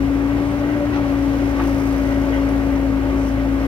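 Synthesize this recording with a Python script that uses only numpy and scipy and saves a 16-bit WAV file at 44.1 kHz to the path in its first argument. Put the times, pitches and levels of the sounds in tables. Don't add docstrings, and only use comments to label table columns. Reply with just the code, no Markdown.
import sys
import numpy as np
from scipy import signal
from scipy.fft import rfft, irfft
from scipy.io import wavfile

SR = 44100
rng = np.random.default_rng(int(sys.argv[2]) if len(sys.argv) > 2 else 0)


def dump_mix(stems):
    frames = np.atleast_2d(stems).T
    limited = np.clip(frames, -1, 1)
    pcm = np.round(limited * 32767).astype(np.int16)
    wavfile.write(sys.argv[1], SR, pcm)


N = 161847
T = np.arange(N) / SR
HZ = np.maximum(np.arange(N // 2 + 1) * SR / N, 1)
FIRINGS_PER_TURN = 2

# t/s, speed/(turns per s)
CRANK_SPEED = [(0.0, 27.6), (0.15, 27.8), (0.4, 28.4), (0.6, 28.4), (0.72, 29.1), (0.93, 28.85),
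               (1.07, 27.868), (1.45, 27.995), (1.72, 27.7), (1.86, 27.614), (2.08, 27.59), (2.65, 27.66),
               (2.95, 27.3), (3.12, 27.6), (3.27, 27.251), (3.67, 27.4)]


def from_db(db):
    return 10 ** (np.asarray(db) / 20)


def unit_rms(x):
    return x / np.sqrt(np.mean(np.abs(x) ** 2) + 1e-20)


def in_time(rows):
    return np.interp(T, *np.transpose(rows))


def at_hz(rows):
    hz, value = np.transpose(rows)
    return np.interp(np.log(HZ), np.log(hz), value)


def pan(left_db):
    gains = from_db(np.array([[.5], [-.5]]) * left_db)
    return gains / gains.mean(0)


def drift(rate):
    hop, settle = 40, 2000
    pole = np.exp(-2 * np.pi * rate * hop / SR)
    noise = rng.standard_normal(N // hop + settle + 2)
    slow = signal.lfilter([1], [1, -2 * pole, pole * pole], noise)[settle:]
    return np.interp(np.arange(N) / hop, np.arange(len(slow)), unit_rms(slow))


def channel_phase():
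    # f/Hz, lead/ms
    lead = [(55, 0.59), (280, 0.099), (1100, .14), (1900, 0.21), (3300, 0.35), (6000, 0.219), (9000, 0.264),
            (15000, 0.298)]
    return np.exp(2j * np.pi * HZ * at_hz(lead) / 1000 * np.array([[.5], [-.5]]))


def air_noise(spectrum):
    # f/Hz, coherence/0-1
    likeness = [(50, .99), (250, .96), (430, .9), (600, .92), (1000, .76), (1500, .62), (2500, .48),
                (3300, .26), (6000, .45), (10000, .33), (16000, .28)]
    alike = at_hz(likeness)
    mid, side = rfft(rng.standard_normal((2, N)))
    pair = np.sqrt(1 + alike) * mid + np.sqrt(1 - alike) * side * [[1], [-1]]
    return unit_rms(irfft(pair * spectrum * channel_phase(), N))


def partial(angle, unsteady, rate):
    wander = np.sqrt(1 - unsteady ** 2) + unsteady * unit_rms(drift(rate) + 1j * drift(rate))
    pitch_bin = int(angle[-1] / (2 * np.pi))
    tone = np.exp(1j * (angle + rng.uniform(0, 2 * np.pi)))
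    return np.sqrt(2) * np.real(channel_phase()[:, [pitch_bin]] * wander * tone)


def resonances(modes):
    powers = (from_db(db) ** 2 / (1 + (2 * (HZ - hz) / width) ** 2) ** 2 for hz, width, db in modes)
    return np.sqrt(sum(powers))


def bursts(crank, per_turn, decay_s, uneven_db):
    cycles = per_turn * crank / (2 * np.pi) + .7
    age = cycles % 1 / (per_turn * in_time(CRANK_SPEED))
    strength = from_db(uneven_db * rng.standard_normal(size=400))[cycles.astype(int)]
    return unit_rms(strength * (1 - np.exp(-age / .0008)) * np.exp(-age / decay_s))


def site_echoes(count=10, share=0.2):
    lags_s = rng.uniform(.002, .03, (count, 1, 1)) + rng.uniform(-.0002, .0002, (count, 2, 1))
    return np.abs(1 + share / np.sqrt(count) * np.exp(-2j * np.pi * HZ * lags_s).sum(0))


def squeaks():
    # t/s, length/s, f/Hz, half-width/Hz, level/dB
    cues = [(.51, .28, 8660, 150, -61), (.595, .025, 5900, 250, -53), (2.505, .06, 10700, 250, -55),
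            (2.762, .015, 5900, 150, -49), (3.22, .22, 8650, 800, -59), (3.238, 0.19, 5800, 600, -51.5),
            (3.608, 0.036, 5640, 200.3, -54)]
    out = np.zeros((2, N))
    for start, length, hz, half_width, db in cues:
        swell = np.cos(np.pi * np.clip((T - start) / length, -.5, .5))
        out += from_db(db) * swell * air_noise(1 / (1 + ((HZ - hz) / half_width) ** 2))
    return out


def whine(hz=582):
    # t/s, level/dB
    level = [(0, -41), (.36, -45), (.41, -33), (.48, -33), (.52, -42), (.6, -35.5), (.73, -45),
             (.78, -30.5), (.85, -29), (.91, -43), (1.07, -36), (1.2, -50), (1.95, -43), (2.03, -27),
             (2.12, -39), (3.0, -38.5), (3.67, -39)]
    return from_db(in_time(level)) * partial(2 * np.pi * hz * T, unsteady=0.71, rate=16.5)


def scrapes(grit_db=3.5):
    # t/s, length/s, level/dB, low-pass/Hz
    strokes = [(.925, 0.067, -35, 6000), (.958, 0.046, -32, 1400), (.97, 0.11, -42, 5000),
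               (1.07, 0.062, -38, 2500)]
    # f/Hz, width/Hz, level/dB
    modes = [(840, 110, 11), (1350, 180, 8), (1900, 330, 2), (2520, 400, 2), (3280, 500, -4),
             (4100, 980, -7), (5600, 1200, -11)]
    out, body = np.zeros((2, N)), resonances(modes)
    grit = unit_rms(from_db(grit_db * drift(rate=77)))
    for start, length, db, bright_hz in strokes:
        along = np.clip((T - start) / length, 0, 1)
        stroke = 2 * np.sqrt(along * (1 - along))
        out += from_db(db) * stroke * grit * air_noise(body / np.hypot(1, (HZ / bright_hz) ** 2))
    return out


def clank():
    # t/s, level/dB, low-pass/Hz, relative rattle level/dB, rattle t60/s
    bumps = [(1.591, -21.5, 2040, -5, .22), (1.617, -28.5, 2540, -4.5, 0.22), (1.672, -34, 1300, -1, .2)]
    # f/Hz, relative level/dB, t60/s
    modes = [(337.7, 6, 0.4), (504, -2.5, 0.3), (726, -2, .22), (876, 4, 0.24), (903, 2, 0.17),
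             (1136, -3, 0.11), (1148, 3, 0.15), (1290, 4, 0.091), (1488, 1.5, 0.15), (1610, -6, 0.16),
             (1870, -3.5, 0.16), (2200, -11, .16), (2440, -16, .14)]
    out = np.zeros((2, N))
    for start, db, bright_hz, rattle_db, rattle_t60 in bumps:
        age, ring = np.maximum(T - start, 0), 0
        for hz, mode_db, t60 in modes:
            contact = 1 / np.hypot(1, (hz / bright_hz) ** 4)
            tone = np.sin(2 * np.pi * hz * age + rng.uniform(0, 2 * np.pi))
            ring += contact * from_db(mode_db - 60 * age / t60) * tone
        colour = HZ / (HZ + 900) ** 2 * (HZ / (HZ + 300)) ** 2 / np.hypot(1, (HZ / bright_hz) ** 3)
        rattle = air_noise(colour) * from_db(rattle_db - 60 * age / rattle_t60)
        attack = 1 - np.exp(-age / 0.0034)
        out += from_db(db) * attack * (0.41 * ring + rattle)
    return pan(left_db=0.5) * out


def panel(crank):
    # t/s, level/dB
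    level = [(0, -43.5), (1.0, -44), (1.85, -48), (2.04, -45), (2.1, -34), (2.25, -39), (2.35, -38.5),
             (2.55, -45), (2.85, -46), (3.3, -49), (3.38, -39), (3.46, -47), (3.67, -44)]
    # f/Hz, width/Hz, level/dB
    modes = [(830, 140, 5), (1215, 40, -4), (1510, 37, 10.5), (1690, 90, -3), (1936, 110, 9), (2090, 66, 6),
             (2870, 200, -2.5), (3220, 160, -4.5)]
    shakes = bursts(crank, per_turn=1, decay_s=0.064, uneven_db=4)
    return pan(left_db=0.5) * from_db(in_time(level)) * shakes * air_noise(resonances(modes))


def rasp(crank):
    # t/s, level/dB
    level = [(0, -73), (.45, -68), (.9, -72), (1.1, -58), (1.45, -53.5), (1.62, -51.5), (1.69, -47),
             (1.85, -48.8), (2.0, -52.5), (2.14, -49.5), (2.25, -56), (2.5, -54), (2.7, -59), (3.05, -73),
             (3.22, -56), (3.29, -52), (3.37, -67), (3.67, -57)]
    # f/Hz, width/Hz, level/dB
    modes = [(4899, 900, 4), (5950, 1200, 5), (8700, 2150, -3.5), (11200, 1300, 0.5), (12800, 1400, -4),
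             (14900, 1500, -2)]
    shakes = bursts(crank, FIRINGS_PER_TURN, decay_s=0.013, uneven_db=2)
    return pan(left_db=1.5) * from_db(in_time(level)) * shakes * air_noise(resonances(modes))


def clatter_and_hiss(crank, clatter_db=-29.5, crossover_hz=2960):
    # f/Hz, left level/dB, right level/dB
    clatter_eq = [(247, -17, -14), (324, -2.5, -9), (370, 4, -5.5), (374, 7.5, -5), (400, -7.5, -6),
                  (450, -5, -7.5), (490, -1.5, -2.5), (520, -3, -8), (575, -6, -3), (637, -1.5, -10.0),
                  (665, -5.5, -8.5), (745, -6.5, -11), (830, -9, -6), (880, -5, -11.5), (912, -13, -9),
                  (984, -12, -7.5), (1010, -16.5, -10.5), (1070, -8, -16), (1125, -8.5, -9),
                  (1284, -13, -12), (1330, -15.5, -10.5), (1440, -11.5, -14.5), (1625, -18, -10),
                  (1760, -22, -18.5), (1814, -14, -12), (1950, -20, -14.5), (2090, -16.5, -13),
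                  (2250, -16, -14.5), (2360, -19, -16), (2770, -20, -25.5), (2960, -20, -25),
                  (3120, -21.5, -35), (3500, -25, -28.5), (5000, -39, -40)]
    # t/s, gain/dB
    swell = [(0, .5), (.6, 1), (1.2, 0.4), (2.1, 1.8), (2.9, 0), (3.67, 0.6)]
    # f/Hz, level/dB
    hiss_eq = [(2800, 7.5), (3200, 5.5), (3550, 3.5), (4800, 0), (6000, -2), (7200, -7), (7900, -27),
               (8600, -8), (9800, -15), (10700, -20), (11500, -6), (12200, -12), (14000, -18), (15200, -23),
               (15800, -18)]
    # t/s, level/dB
    hiss_level = [(0, -48.5), (.5, -47.5), (.88, -47.8), (1.3, -46.5), (2.1, -46.5), (2.6, -47.5),
                  (3.0, -49), (3.3, -48.5), (3.67, -48)]
    echoes = site_echoes()
    low_share = 1 / (1 + (HZ / crossover_hz) ** 12)
    colour = from_db([at_hz(np.array(clatter_eq)[:, [0, side]]) for side in (1, 2)])
    clatter_gain = from_db(clatter_db + in_time(swell) + .5 * drift(rate=3.5))
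    clatter = clatter_gain * air_noise(colour * echoes * np.sqrt(low_share))
    hiss_gain = pan(left_db=2.5) * from_db(in_time(hiss_level) + 0.59 * drift(rate=16))
    hiss = hiss_gain * air_noise(from_db(at_hz(hiss_eq)) * echoes * np.sqrt(1 - low_share))
    beat = -np.cos(FIRINGS_PER_TURN * crank)
    return clatter * (1 + 0.018 * beat) + hiss * (1 + 0.1 * beat)


def exhaust(crank, rumble_db=-31):
    # t/s, level/dB
    throb_level = [(0.05, -26), (0.84, -33), (1.17, -27.5), (1.74, -25), (1.79, -31), (1.84, -25.5),
                   (3.57, -24), (3.62, -25.5)]
    # t/s, level/dB
    drone_level = [(0.05, -19.5), (0.45, -20.5), (0.62, -23.5), (0.7, -20.5), (0.84, -22), (1.3, -18.7),
                   (1.39, -21.5), (1.45, -20.5), (2.93, -19.5), (3.32, -23), (3.57, -20.2), (3.62, -21.5)]
    # t/s, level/dB
    octave_level = [(0, -41), (.7, -44), (1.2, -41), (1.62, -38), (1.7, -33.5), (1.8, -45), (2.25, -34.5),
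                    (2.6, -40.5), (3.67, -39)]
    weak_partials = {6: (-44.5, 0.7), 10: (-42, 0.13), 12: (-42, 0.18), 14: (-47.5, 0.3), 15: (-40, 0.42),
                     16: (-32, 0.29), 20: (-44.5, 0.17), 24: (-39.5, 0.52), 32: (-43.5, 0.62),
                     35: (-45, 0.47), 50: (-46.5, 0.57), 55: (-43.5, 0.89), 72: (-48, 0.99)}
    # f/Hz, level/dB
    rumble_eq = [(20, -21), (32, -19), (42, -12), (70, 9), (100, -6.5), (145, -9.5), (185, 4), (235, 4),
                 (285, 7.5), (340, 0), (420, -36.5)]
    firing = FIRINGS_PER_TURN * crank
    throb = from_db(in_time(throb_level)) * partial(firing, unsteady=0.062, rate=9.4)
    drone = from_db(in_time(drone_level)) * partial(5 * firing, unsteady=0.04, rate=15)
    octave = from_db(in_time(octave_level)) * partial(10 * firing, unsteady=0.95, rate=9.3)
    tones = pan(left_db=1.1) * throb + pan(left_db=8.5) * drone + octave
    for quarters, (db, unsteady) in weak_partials.items():
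        tones += pan(left_db=3) * from_db(db) * partial(crank * quarters / 4, unsteady, rate=7.6)
    rumble = from_db(rumble_db) * air_noise(from_db(at_hz(rumble_eq)))
    return tones + pan(left_db=0.5) * rumble


def scene():
    crank = 2 * np.pi * np.cumsum(in_time(CRANK_SPEED)) / SR
    engine = exhaust(crank) + clatter_and_hiss(crank) + rasp(crank) + panel(crank)
    return engine + whine() + scrapes() + squeaks() + clank()


def record(dry):
    fade_s, cutoff_hz = .004, 15700
    fade = np.clip(np.minimum(T, T[-1] - T) / fade_s, 0, 1)
    return signal.sosfilt(signal.ellip(12, .1, 80, cutoff_hz, fs=SR, output="sos"), dry * fade)


dry = scene()
out = record(dry)
dump_mix(out)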